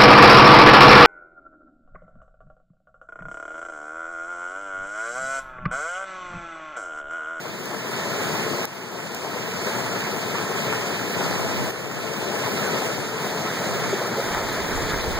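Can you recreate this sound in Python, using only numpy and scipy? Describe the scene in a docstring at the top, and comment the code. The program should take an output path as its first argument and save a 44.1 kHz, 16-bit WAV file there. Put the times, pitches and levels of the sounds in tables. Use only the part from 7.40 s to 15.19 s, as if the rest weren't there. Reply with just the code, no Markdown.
"""Muddy floodwater pours out of a concrete culvert and down a desert gully, heard from the bank above.
Filtered noise makes the foam and the roar, fading sine waves make the bubbles, and tiny ticks make the spray.
Short swells of noise make the sloshes and culvert booms, sharp pulses the slaps, and ringing noise the drone.
The hand-held camera turns, mostly to the left, while wind puffs and a breeze rumble on its two microphone ports.
Clicks of its casing make the gain control duck and creep back."""
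import sys
import numpy as np
from scipy import signal
from scipy.fft import rfft, irfft
from scipy.io import wavfile
from scipy.ndimage import uniform_filter1d, map_coordinates

SR = 44100
rng = np.random.default_rng(int(sys.argv[2]) if len(sys.argv) > 2 else 0)


def wav_record(signal):
    """Record a signal, one row per channel, as 16-bit PCM in the file named by sys.argv[1]."""
    frames = np.transpose(np.atleast_2d(signal))
    bounded = np.clip(frames, -1, 1)
    # unit amplitude maps onto the largest positive 16-bit level
    quanta = np.round(bounded * 32767).astype(np.int16)
    wavfile.write(sys.argv[1], SR, quanta)


N = 343539
TIME = np.arange(N) / SR  # s
HZ = np.maximum(np.fft.rfftfreq(N, 1 / SR), 1)
# sound's travel time from port to port, and the delay used to make stereo of the two ports
PORT_SPACING_S, PORT_LAG_S = 20 / SR, 16 / SR
# directions to the left of the wildest water and of the culvert mouth
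MAIN_BEARING_DEG, CULVERT_BEARING_DEG = 23.6, 40


def undb(db):
    """Turn decibels into a gain."""
    return 10 ** (np.asarray(db) / 20)


def unit(x):
    """Scale to an rms (average strength) of 1."""
    return x / np.sqrt(np.mean(x ** 2))


def curve(table, at=TIME):
    """Join the points of each table column by straight lines in time."""
    s, *columns = np.transpose(table)
    return [np.interp(at, s, column) for column in columns]


def shape(x, gain):
    """Filter a sound with one gain per frequency."""
    return irfft(rfft(x) * gain, N)


def colour(points):
    """Draw a smooth tone colour through points of frequency [Hz] and gain [dB]."""
    hz, db = np.transpose(points)
    return undb(np.interp(np.log(HZ), np.log(hz), db))


def resonance(hz, width, at=HZ):
    """Response of something that rings at one pitch, with gain 1 at its centre."""
    return 1 / (1 + 1j * (at ** 2 - hz ** 2) / (at * width))


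def swell(s, length, at=TIME):
    """A smooth bump around time s, about as wide as length."""
    return np.exp(-np.minimum((2 * (at - s) / length) ** 2, 50))


def waver(per_second):
    """A random level that drifts in time, with a spread near 1."""
    return 1.2 * np.interp(per_second * TIME, np.arange(512), rng.standard_normal(512))


def patches(hz, s, per_octave, per_second):
    """Random levels that drift over frequency and time, with a spread near 1."""
    where = np.meshgrid(per_octave * np.log2(1 + hz / 100), per_second * s, indexing="ij")
    return 1.5 * map_coordinates(rng.standard_normal((64, 1024)), where, order=1, mode="wrap")


def bursts(table, width_share):
    """Short swells of noise, each around its own pitch; the width is a share of that pitch."""
    size = 16384
    out = np.zeros(N + size)
    at = np.fft.rfftfreq(size, 1 / SR) + 1
    for s, db, hz, length in table:
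        response = resonance(hz, width_share * hz, at) ** 2
        cloud = unit(irfft(rfft(rng.standard_normal(size)) * response))
        start = int(s * SR) - size // 2
        cloud_time = (start + np.arange(size)) / SR
        out[start:start + size] += undb(db) * cloud * swell(s, length, cloud_time)
    return out[:N]


# where the camera points: (time [s], direction [degrees to the left])
CAMERA_TURN = [(0, 6.5), (2.3, 4.9), (5.3, 4.6), (6.0, 15), (6.55, 18.7), (7.1, 27.4), (7.79, 28.7)]


def arrive(x, bearing, churn_db=0):
    """Sound reaches one port before the other, depending on direction; churning moves its bands about."""
    frame, rapid_width_deg, heave_share, flicker_share = 512, 3.7, 0.55, 1.42
    hz, s, z = signal.stft(x, SR, nperseg=frame)
    if churn_db:
        heave = heave_share * patches(hz, s, 0.45, 14)  # broad and slow
        flicker = flicker_share * patches(hz, s, 1.25, 52)  # narrow and quick
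        calmer_treble = 1 + hz[:, None] / 7000
        z = z * undb(churn_db * (heave + flicker) / calmer_treble)
        bearing = bearing + rapid_width_deg * patches(hz, s, 7, 30)
    lag_s = PORT_SPACING_S * np.sin(np.radians(bearing - curve(CAMERA_TURN, s)[0]))
    lead = np.exp(1j * np.pi * hz[:, None] * lag_s)  # half the lag at each port
    return signal.istft(np.array([z * lead, z / lead]), SR, nperseg=frame)[1][:, :N]


def pair(ports, lift_hz=540):
    """Make stereo: each channel is one port minus the delayed other, with the lost bass lifted back."""
    z = rfft(ports)
    delayed_other = z[::-1] * np.exp(-2j * np.pi * HZ * PORT_LAG_S)
    lift = (1j * HZ + lift_hz) / (1j * HZ + 30) / np.sqrt(2)
    return irfft((z - delayed_other) * lift, N)


# wind puffs: (time [s], level [dB])
WIND_PUFFS = [(2.52, -46), (3.868, -32), (4.03, -30), (4.205, -29), (4.45, -36), (4.60, -36), (4.8, -40),
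              (5.63, -39), (6.336, -33), (6.465, -33)]
# breeze on the casing, before its overall gain and eddies: (time [s], level [dB])
BREEZE_STRENGTH = [(3.4, -74), (4.21, -63), (4.32, -68), (6.815, -74), (6.835, -50), (7.02, -47),
                   (7.1, -49), (7.27, -47), (7.37, -38), (7.51, -44), (7.57, -37), (7.62, -41), (7.69, -36),
                   (7.79, -39)]
# tone of the breeze's rumble: (frequency [Hz], relative level per Hz [dB])
RUMBLE_COLOUR = [(10, -3), (25, -3), (55, 5), (100, -0.5), (150, -14), (240, -18), (500, -56)]


def wind():
    """Puffs push the two channels opposite ways; a breeze full of eddies rumbles in each on its own."""
    puff_hz, puff_s, left_share = 122, 0.14, 0.73
    breeze_gain_db, eddy_db, eddies_per_s = 7, -1.5, 22
    puffs = bursts([(s, db, puff_hz, puff_s) for s, db in WIND_PUFFS], width_share=0.97)
    rumble = unit(shape(rng.standard_normal((2, N)), colour(RUMBLE_COLOUR)))
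    breeze_db = curve(BREEZE_STRENGTH)[0] + breeze_gain_db + eddy_db * waver(eddies_per_s)
    return np.array([left_share * puffs, -puffs]) + rumble * undb(breeze_db)


# casing clicks: (time [s], tick strength before its filters [dB], peak of the very high ring [dB])
CASING_CLICKS = [(.2568, -10.5, -0.5), (1.2542, -5, 4.5), (1.7475, -7, -0.5), (4.309, -16, 0.5),
                 (5.48, -20, -5)]
# tone of a tick: (frequency [Hz], gain [dB])
CASING_COLOUR = [(500, -14), (3000, -4), (4500, 4), (7300, 4), (10500, -8), (12500, 2), (15000, 6.5)]


def casing(decay_s=.00055, ring_s=.0007):
    """The casing clicks in the hand: a dry tick of noise, and a very high ring that sets off the gain control."""
    ring_hz = 19500
    ticks = ring = 0
    for s, db, ring_db in CASING_CLICKS:
        fade = np.exp(-np.minimum(np.abs(TIME - s) / decay_s, 20))
        ticks = ticks + undb(db) * (TIME >= s) * fade
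        ring = ring + undb(ring_db) * swell(s + ring_s, ring_s)
    at_ports = shape(ticks * rng.standard_normal((2, N)), colour(CASING_COLOUR)) / 2
    return pair(at_ports) + ring * np.sin(2 * np.pi * ring_hz * TIME)


# slow surges of the flood, added to other levels: (time [s], level [dB])
FLOOD_SURGES = [(0.0, 0.4), (0.6, 0.8), (0.85, 0.7), (1.2, -.6), (1.4, 0), (1.9, -0.6), (2.15, -0.9),
                (2.3, -0.1), (2.85, -1), (3.08, -1.3), (3.22, 0.9), (3.62, -1.1), (3.9, 1.1), (4.2, -0.3),
                (4.4, -0.5), (4.9, -0.6), (5.12, 0.8), (5.42, 1.5), (5.73, -3), (5.85, -0.5), (6.1, -1.5),
                (6.25, .5), (6.7, -1), (7.3, 0.1), (7.77, -1)]


def surges():
    """The flow swells and sinks, and its loudness with it (in dB)."""
    return curve(FLOOD_SURGES)[0]


# air resonances of the culvert: (pitch [Hz], width of one pass [Hz], level [dB])
CULVERT_MODES = [(324, 49, -15.5), (398.6, 99, -3), (440, 28, -1), (465, 49, -3.5), (648, 150, -5.5),
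                 (998, 43, -13), (1350, 220, -30)]
# the culvert's drone, before the surges are added: (time [s], level [dB])
CULVERT_DRONE = [(0, -36), (0.85, -45), (1.1, -35.5), (1.4, -35), (2.3, -40), (3.9, -36.5), (4.5, -35),
                 (5.2, -36.5), (6.2, -33.5), (6.6, -36), (7.0, -37), (7.79, -40)]


def culvert():
    """The rush inside the concrete box makes its air ring at a few pitches."""
    # squaring passes the noise through each resonance twice
    modes = sum(undb(db) * resonance(hz, width) ** 2 for hz, width, db in CULVERT_MODES)
    drone = arrive(shape(rng.standard_normal(N), modes), CULVERT_BEARING_DEG, churn_db=1.5)
    return unit(pair(drone)) * undb(curve(CULVERT_DRONE)[0] + surges())


# the strongest sloshes and culvert booms: (time [s], level [dB], pitch [Hz], length [s])
SLOSHES_AND_BOOMS = [(1.868, -32, 905, 0.03), (1.969, -27.5, 510, 0.015), (2.28, -30, 426, 0.035),
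                     (2.957, -29.5, 1070, 0.023), (3.29, -30, 594, 0.05), (3.334, -31, 1200, 0.014),
                     (6.535, -21.5, 434, 0.025), (6.618, -26, 503, 0.016), (6.793, -24.5, 444, 0.049),
                     (6.96, -28, 766, 0.033)]


def sloshes_and_booms():
    """A wave folds over or the culvert booms: a short swell of noise around one pitch."""
    return pair(arrive(bursts(SLOSHES_AND_BOOMS, width_share=0.37), MAIN_BEARING_DEG))


# sharp slaps of falling water, before the stereo step: (time [s], peak [dB], pitch [Hz])
WATER_SLAPS = [(1.848, -12.5, 600), (2.9555, -16, 1100), (2.9842, -12.5, 1200), (3.3272, -9, 1100),
               (3.3348, -13, 1300), (6.948, -12.5, 1200)]


def slaps():
    """Water smacks down flat: one sharp pulse that dies within a cycle or two."""
    fade_cycles = 0.6  # to about a third of the strength
    out = np.zeros(N)
    age = np.arange(1024) / SR
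    for s, db, hz in WATER_SLAPS:
        start = int(s * SR)
        pulse = np.exp(-age * hz / fade_cycles) * np.cos(2 * np.pi * hz * age)
        out[start:start + len(age)] += undb(db) * pulse
    return pair(arrive(out, MAIN_BEARING_DEG))


def scatter():
    """The banks throw the noise back from all sides: alike at both ports in the bass only."""
    alike = np.sinc(2 * HZ * PORT_SPACING_S)
    common = shape(rng.standard_normal(N), np.sqrt((1 + alike) / 2))
    apart = shape(rng.standard_normal(N), np.sqrt((1 - alike) / 2))
    return np.array([common + apart, common - apart])


# early echoes: (delay [ms], level [dB], direction [degrees left of the camera's axis])
EARLY_ECHOES = [(2.25, -21, -10), (3.0, -18, -10), (3.6, -20, 75), (4.7, -20, -10)]


def reflect(ports):
    """Surfaces close by add faint, dull early echoes, which make the rush hollow."""
    echo_top_hz = 2250  # echoes fade above this pitch
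    z = rfft(ports)
    heard = z
    thrown_back = z[0] / (1 + (HZ / echo_top_hz) ** 4)
    for ms, db, bearing in EARLY_ECHOES:
        lead_s = PORT_SPACING_S * np.sin(np.radians(bearing)) / 2 * np.array([[1], [-1]])
        delay = np.exp(-2j * np.pi * HZ * (ms / 1000 - lead_s))
        heard = heard + undb(db) * thrown_back * delay
    return irfft(heard, N)


def bubbles(count, low_hz, high_hz, cycles, spread_db, glide):
    """Trapped air pockets ring and fade by 60 dB in some cycles, rising in pitch as they near the surface."""
    when, pitch, size = rng.random((count, 3)).T[:, :, None]
    hz = low_hz * (high_hz / low_hz) ** pitch
    age = np.arange(1024)  # samples
    turns = hz * age / SR
    gain = undb(-spread_db * np.log(.01 + size)) * np.sqrt(hz)
    fade = np.exp(-np.log(1000) * turns / cycles)
    rings = gain * fade * np.sin(2 * np.pi * turns * (1 + glide * turns / cycles))
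    places = (when * N).astype(int) + age
    return unit(np.bincount(places.ravel(), rings.ravel(), N)[:N])


def droplets(count, spread_db):
    """Spray falls back as tiny ticks of very unequal size."""
    when, size, sign = rng.random((count, 3)).T
    gain = undb(-spread_db * np.log(.002 + size))
    return unit(np.bincount((when * N).astype(int), gain * np.sign(sign - .5), N))


# rapids along the gully: (direction [degrees to the left], relative level [dB])
GULLY_RAPIDS = [(-6, -8), (14, -3.5), (22.5, -1), (33.5, 0), (40, -8.5)]
# tone of the rushing water: (frequency [Hz], gain [dB])
RUSH_COLOUR = [(40, -52), (80, -16), (120, 1), (175, 2), (280, -4.5), (430, -2), (800, -6.5), (1200, -7.5),
               (1800, -6.5), (2250, -7.5), (2750, -12.5), (4200, -13.5), (5500, -15), (7000, -16),
               (9800, -25), (12500, -27), (15000, -20.5)]


def torrent():
    """Foam churns and bubbles ring at each rapid, with spray on top; the whole flood surges."""
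    water_db, scatter_db, gurgle_db, droplets_db = -25.5, -1.1, -20.5, -7.5
    spray_follow, spray_db = 1.0, -0.05  # treble's share of the surges (dB per dB), and its extra level
    scatter_low_hz, scatter_top_hz = 204, 4530  # the banks throw back little beyond these
    banks = 1 / np.hypot(1, (scatter_low_hz / HZ) ** 2) / np.hypot(1, HZ / scatter_top_hz)
    ports = undb(scatter_db) * shape(scatter(), banks)
    for bearing, db in GULLY_RAPIDS:
        gurgle = bubbles(count=500, low_hz=329.3, high_hz=2130, cycles=26.6, spread_db=1.5, glide=0.097)
        foam = rng.standard_normal(N) + undb(gurgle_db) * gurgle
        ports = ports + undb(db) * unit(arrive(foam, bearing, churn_db=2.0))
    spray_ticks = droplets(count=9000, spread_db=3.5)
    ports = ports + undb(droplets_db) * arrive(spray_ticks, MAIN_BEARING_DEG)
    water = unit(shape(pair(reflect(ports)), colour(RUSH_COLOUR)))
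    roar = shape(water, 1 / (1 + (HZ / 2600) ** 4))  # the lower part
    spray = water - roar
    surge_db = surges()
    return undb(water_db) * (roar * undb(surge_db) + spray * undb(spray_db + spray_follow * surge_db))


def scene():
    """Add up the water, the culvert, the wind and the clicks."""
    return torrent() + culvert() + sloshes_and_booms() + slaps() + wind() + casing()


def record(dry, limit_db=-6, start_db=8.5, recover_db_per_s=9.5, attack_s=0.0017):
    """Gain control ducks quickly on a peak and recovers steadily, starting out ducked; then the top is cut."""
    top_hz = 15620
    power = 2 * uniform_filter1d(np.mean(dry ** 2, axis=0), size=12)
    over_db = np.maximum(10 * np.log10(np.abs(power) + 1e-12) - limit_db, 0)
    recovered_db = recover_db_per_s * TIME
    # the deepest duck so far, less what has been recovered since
    held_db = np.maximum.accumulate(over_db + recovered_db)
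    duck_db = np.maximum(held_db, start_db) - recovered_db
    span = max(int(attack_s * SR), 1)
    duck_db = uniform_filter1d(uniform_filter1d(duck_db, span), span)  # soften the onset
    return shape(dry * undb(-duck_db), 1 / (1 + (HZ / top_hz) ** 160))


dry = scene()
out = record(dry)
wav_record(out)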